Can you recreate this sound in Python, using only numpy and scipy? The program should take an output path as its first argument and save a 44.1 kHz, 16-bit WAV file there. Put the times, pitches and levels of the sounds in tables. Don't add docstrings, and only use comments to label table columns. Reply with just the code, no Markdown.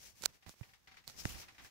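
import sys
import numpy as np
from scipy import signal
from scipy.fft import rfft, irfft
from scipy.io import wavfile

SR = 44100
rng = np.random.default_rng(int(sys.argv[2]) if len(sys.argv) > 2 else 0)


def to_wav(sig):
    pcm = np.clip(np.atleast_2d(sig), -1, 1) * 32767
    pcm = np.round(pcm).astype(np.int16)
    wavfile.write(sys.argv[1], SR, pcm.T)


N = 74970
T = np.arange(N) / SR


def from_db(db):
    return 10 ** (np.asarray(db) / 20)


def rms_one(x):
    return x / np.sqrt(np.mean(x ** 2) + 1e-20)


def placed(db, pan_db):
    return from_db(db + np.array([[.5], [-.5]]) * pan_db)


def coloured(spectrum, tilt_db=0):
    octave = np.log2(np.maximum(np.fft.rfftfreq(N, 1 / SR), 1))
    hz, db = np.transpose(spectrum)
    gain = from_db(np.interp(octave, np.log2(hz), db) + tilt_db * octave)
    return rms_one(irfft(rfft(rng.standard_normal((2, N))) * gain, N))


def resonant_noise(hz, width_hz):
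    r = np.exp(-np.pi * width_hz / SR)
    section = [1, 0, -1, 1, -2 * r * np.cos(2 * np.pi * hz / SR), r * r]
    return rms_one(signal.sosfilt([section, section], rng.standard_normal((2, N))))


def flicker(depth_db, per_s):
    return rms_one(from_db(depth_db * np.interp(T * per_s, np.arange(N), rng.standard_normal(N))))


def swell(crest, rise, fall):
    return np.exp(-((T - crest) / np.where(T < crest, rise, fall)) ** 2)


def pulse(start, rise_s):
    age = np.maximum(T - start, 0) / rise_s
    return age * np.exp(1 - np.minimum(age, 60))


def ring(start, hz, rise_s):
    return pulse(start, rise_s) * np.sin(2 * np.pi * hz * (T - start))


def distant_hail():
    # freq_hz, level_db
    wash = [(30, -5), (70, 13.5), (130, 5), (250, -2), (600, -1.5), (1800, -2), (3500, -5.5), (6000, -4),
            (9000, -13), (16000, -9.5)]
    return placed(db=-73.5, pan_db=-.5) * coloured(wash) * flicker(depth_db=1.5, per_s=160)


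def faint_rings():
    # crest_s, rise_s, fall_s, level_db, pan_db, pitch_hz
    rings = [(.633, 0.0025, 0.0084, -64, 16.5, 2320), (1.306, 0.016, 0.029, -59.5, 12, 2920)]
    return sum(placed(db, pan_db) * swell(crest, rise, fall) * resonant_noise(hz, width_hz=740)
               for crest, rise, fall, db, pan_db, hz in rings)


def hailstones():
    # start_s, level_db, pan_db, tilt_db_per_octave, spot_hz
    stones = [(0.424, -63, 5, 1, 2430), (.462, -58, -8.5, 3, 2160), (0.629, -57.5, 1.5, -1.5, 2230),
              (0.689, -65.5, 6.5, -1, 1870), (.734, -60.5, 5, 2, 2050), (.872, -55, 2, -.5, 1850),
              (0.913, -57.5, 2, 0, 2100), (.941, -61, 5, 0.5, 1670), (.968, -55, 3.5, 0.5, 2300),
              (.979, -62.5, 1, -0.5, 1720), (1.038, -66, 0.5, 3, 2160), (1.344, -52.5, 4, 1.5, 2070),
              (1.423, -53, -1, -0.5, 2770), (1.482, -54, -1.5, 0, 2220), (1.546, -63, 0, 0.5, 2030),
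              (1.58, -54.5, 3, 0.5, 2190), (1.594, -54.5, -1, -1, 1570), (1.620, -60, 6, -4, 1980),
              (1.646, -55, 1.5, 0.5, 1730)]
    # freq_hz, level_db
    window = [(100, -10), (350, -9), (600, -15), (850, -5), (1300, -6.5), (1900, -1.5), (3000, -6.5),
              (5500, -10.5), (8500, -24), (16000, -28)]
    # pitch_hz, level_db
    pane_modes = [(770, -11), (950, -27), (1190, -19.5), (1710, -15), (2060, -18.5)]
    attack_s, clatter_t60_s, spot_t60_s, pane_t60_s = 0.0016, 0.16, 0.071, 0.18
    out = 0
    for start, db, pan_db, tilt_db, spot_hz in stones:
        age = np.maximum(T - start, 0)
        attack = 1 - np.exp(-age / attack_s)
        clatter = coloured(window, tilt_db) * from_db(-60 * age / clatter_t60_s)
        spot = resonant_noise(spot_hz, width_hz=710) * from_db(-3 - 60 * age / spot_t60_s)
        modes = sum(from_db(mode_db) * np.sin(2 * np.pi * (hz * age + rng.random((2, 1))))
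                    for hz, mode_db in pane_modes)
        pane = modes * from_db(-60 * age / pane_t60_s)
        out += placed(db, pan_db) * attack * (clatter + spot + pane)
    return out


def grip_rumble():
    # crest_s, rise_s, fall_s, level_db, pan_db
    shifts = [(.02, 0.043, 0.11, -69, -1.5), (0.259, 0.092, 0.056, -65, -8),
              (0.478, 0.015, 0.027, -57.5, -13), (.69, 0.039, 0.12, -73.5, -2),
              (0.959, 0.078, 0.13, -73.5, 0), (1.092, 0.015, 0.012, -59, -6), (1.195, 0.037, 0.017, -67, 7),
              (1.35, 0.12, 0.061, -54.5, -8), (1.63, 0.054, 0.049, -66, -7.5)]
    # freq_hz, level_db
    rumble = [(20, -16), (55, 2.5), (100, -6), (200, -10.5), (400, -22.5), (1000, -20.5), (4000, -58.5)]
    grip = sum(placed(db, pan_db) * swell(crest, rise, fall) for crest, rise, fall, db, pan_db in shifts)
    return grip * coloured(rumble)


def casing_bumps():
    # start_s, level_db, pan_db, pitch_hz, rise_s
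    bumps = [(0.4653, -55, -18, 83, 0.0043), (0.6112, -46.5, -26.5, 113, 0.0036),
             (1.251, -37, -13, 105.4, 0.0044), (1.3445, -50.5, -15.5, 55.7, 0.0058)]
    return sum(placed(db, pan_db) * ring(start, hz, rise) for start, db, pan_db, hz, rise in bumps)


def fingertip_taps():
    # start_s, level_db, pan_db, rise_s, push_gain (+ presses, - lifts)
    taps = [(0.2105, -55, -21, 0.00056, 0.82), (0.2383, -43, -15, 0.0002, 0.82),
            (0.4643, -47, -19, 0.00012, 0.82), (.4939, -48.5, -17, 0.00022, 1),
            (0.54, -53.5, -7, 0.00013, 1), (0.6106, -48.5, -16.5, 0.00012, 0.98),
            (1.2540, -25, 16.5, 0.000051, 0.9), (1.254, -32.5, -23, 0.00015, -1.01),
            (1.2558, -29, -24.5, 0.00076, 0.81), (1.2561, -36.5, 17.5, 0.00019, -0.74)]
    pushes = sum(push * placed(db, pan_db) * pulse(start, rise) for start, db, pan_db, rise, push in taps)
    low_cut = signal.butter(1, 150.7, "high", fs=SR, output="sos")
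    return signal.sosfilt(low_cut, pushes + 1e-18)


def nail_clicks():
    # start_s, level_db, pan_db, pitch_hz
    clicks = [(1.0777, -38, -22, 4380), (1.2544, -31, 13, 1690)]
    # pitch_ratio, level_db, rise_s
    modes = [(.24, -10.5, 0.00018), (1, -2.5, 0.00031), (1.7, -6, 0.00019), (3.1, -4, 0.0001)]
    return sum(placed(db + mode_db, pan_db) * ring(start, hz * ratio, rise)
               for start, db, pan_db, hz in clicks for ratio, mode_db, rise in modes)


def port_whistle(hz, width_hz=2205, right_ratio=0.77):
    left = resonant_noise(hz, width_hz)[0]
    right = resonant_noise(hz * right_ratio, width_hz)[1]
    return placed(db=0, pan_db=11) * np.array([left, right])


def finger_rubs():
    # crest_s, rise_s, fall_s, level_db, pan_db, whistle_db, whistle_hz, tilt_db_per_octave
    strokes = [(0.061, 0.066, 0.051, -56, 2, -8.5, 6000, 1.2),
               (0.196, 0.041, 0.034, -62, 2.5, -12.5, 5940, 2),
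               (0.243, 0.022, 0.0049, -49, -10, -16, 6000, 1),
               (0.259, 0.0095, 0.0022, -42, -17.5, -0.5, 6200, 1.5),
               (0.289, 0.021, 0.03, -64.5, -0.5, -23, 5700, -1.5),
               (0.354, 0.03, 0.023, -65, 2, -23, 5800, -1),
               (0.498, 0.027, 0.036, -58.5, 1.5, -16, 5830, 1.5),
               (0.615, 0.057, 0.052, -66, -5.5, -19, 5700, 0.5),
               (0.709, 0.096, 0.044, -70, -1.5, -19, 5700, 0),
               (1.086, 0.015, 0.042, -57.5, -7, -1.5, 5500, 0),
               (1.143, 0.017, 0.11, -62.5, 0.5, -12, 5700, -2),
               (1.204, 0.03, 0.021, -50.5, 2.5, -3, 5300, 1), (1.27, 0.041, 0.016, -51, 2, -5.5, 6000, 1),
               (1.302, 0.027, 0.037, -48, 1, -18, 5500, 1), (1.351, 0.031, 0.032, -55, -0.5, -16, 5300, 0),
               (1.4, 0.03, 0.039, -51.5, 1, -8.5, 5350, 0.6), (1.469, 0.083, 0.15, -66, 1, -16, 5800, -1.5),
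               (1.655, 0.045, 0.035, -60, 0.5, -11, 6000, 0)]
    # freq_hz, level_db
    friction = [(40, -2.5), (100, 5), (250, 2), (600, 0), (1200, -3.5), (2300, 1.5), (3600, -2),
                (5500, 0.5), (8800, -7), (11500, -6), (14000, -10.5), (16000, -8)]
    air = from_db(-17) * resonant_noise(hz=14600, width_hz=1900)
    rubs = 0
    for crest, rise, fall, db, pan_db, whistle_db, whistle_hz, tilt_db in strokes:
        hiss = coloured(friction, tilt_db)
        whistle = from_db(whistle_db) * port_whistle(whistle_hz)
        rubs += placed(db, pan_db) * swell(crest, rise, fall) * (hiss + air + whistle)
    rings = faint_rings()
    grain = flicker(depth_db=1.5, per_s=900)
    stick_slip = flicker(depth_db=0.88, per_s=190)
    return (rubs + rings) * grain * stick_slip


def finger_snaps():
    # start_s, level_db, pan_db, tilt_db_per_octave, grip_stiffness (under 1 rings longer)
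    snaps = [(0.2223, -38, -20.5, 4.5, 1), (0.236, -34.5, -11, -3.5, 1), (0.2381, -29, -13, -0.5, 1),
             (0.2581, -31, -18, -0.5, 0.57), (0.2585, -16, -18.5, 1.3, 0.71), (0.4936, -38.5, -10, 2, 1),
             (1.0988, -46.5, -25, -2, 1), (1.2541, -43, -10, 7, 0.54)]
    # pitch_hz, level_db, rise_s
    casing = [(620, -21.5, 0.00034), (1454, -17, 0.00049), (2350, -21, 0.00042), (4180, -6, 0.00016),
              (7050, -2, 0.000084), (14300, -16, 0.000078)]
    port_hz = 5690
    out = 0
    for start, db, pan_db, tilt_db, stiffness in snaps:
        for k, (hz, mode_db, rise) in enumerate(casing):
            level_db = db + mode_db + tilt_db * np.log2(hz / port_hz)
            polarity = (-1) ** k
            out += placed(level_db, pan_db) * polarity * ring(start, hz, rise / stiffness)
    return out


def scene():
    hail = hailstones() + distant_hail()
    sliding = finger_rubs() + grip_rumble()
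    hits = casing_bumps() + fingertip_taps() + nail_clicks() + finger_snaps()
    return hail + sliding + hits


def record(dry, cutoff_hz=15650):
    return signal.sosfilt(signal.ellip(10, .1, 70, cutoff_hz, fs=SR, output="sos"), dry)


dry = scene()
out = record(dry)
to_wav(out)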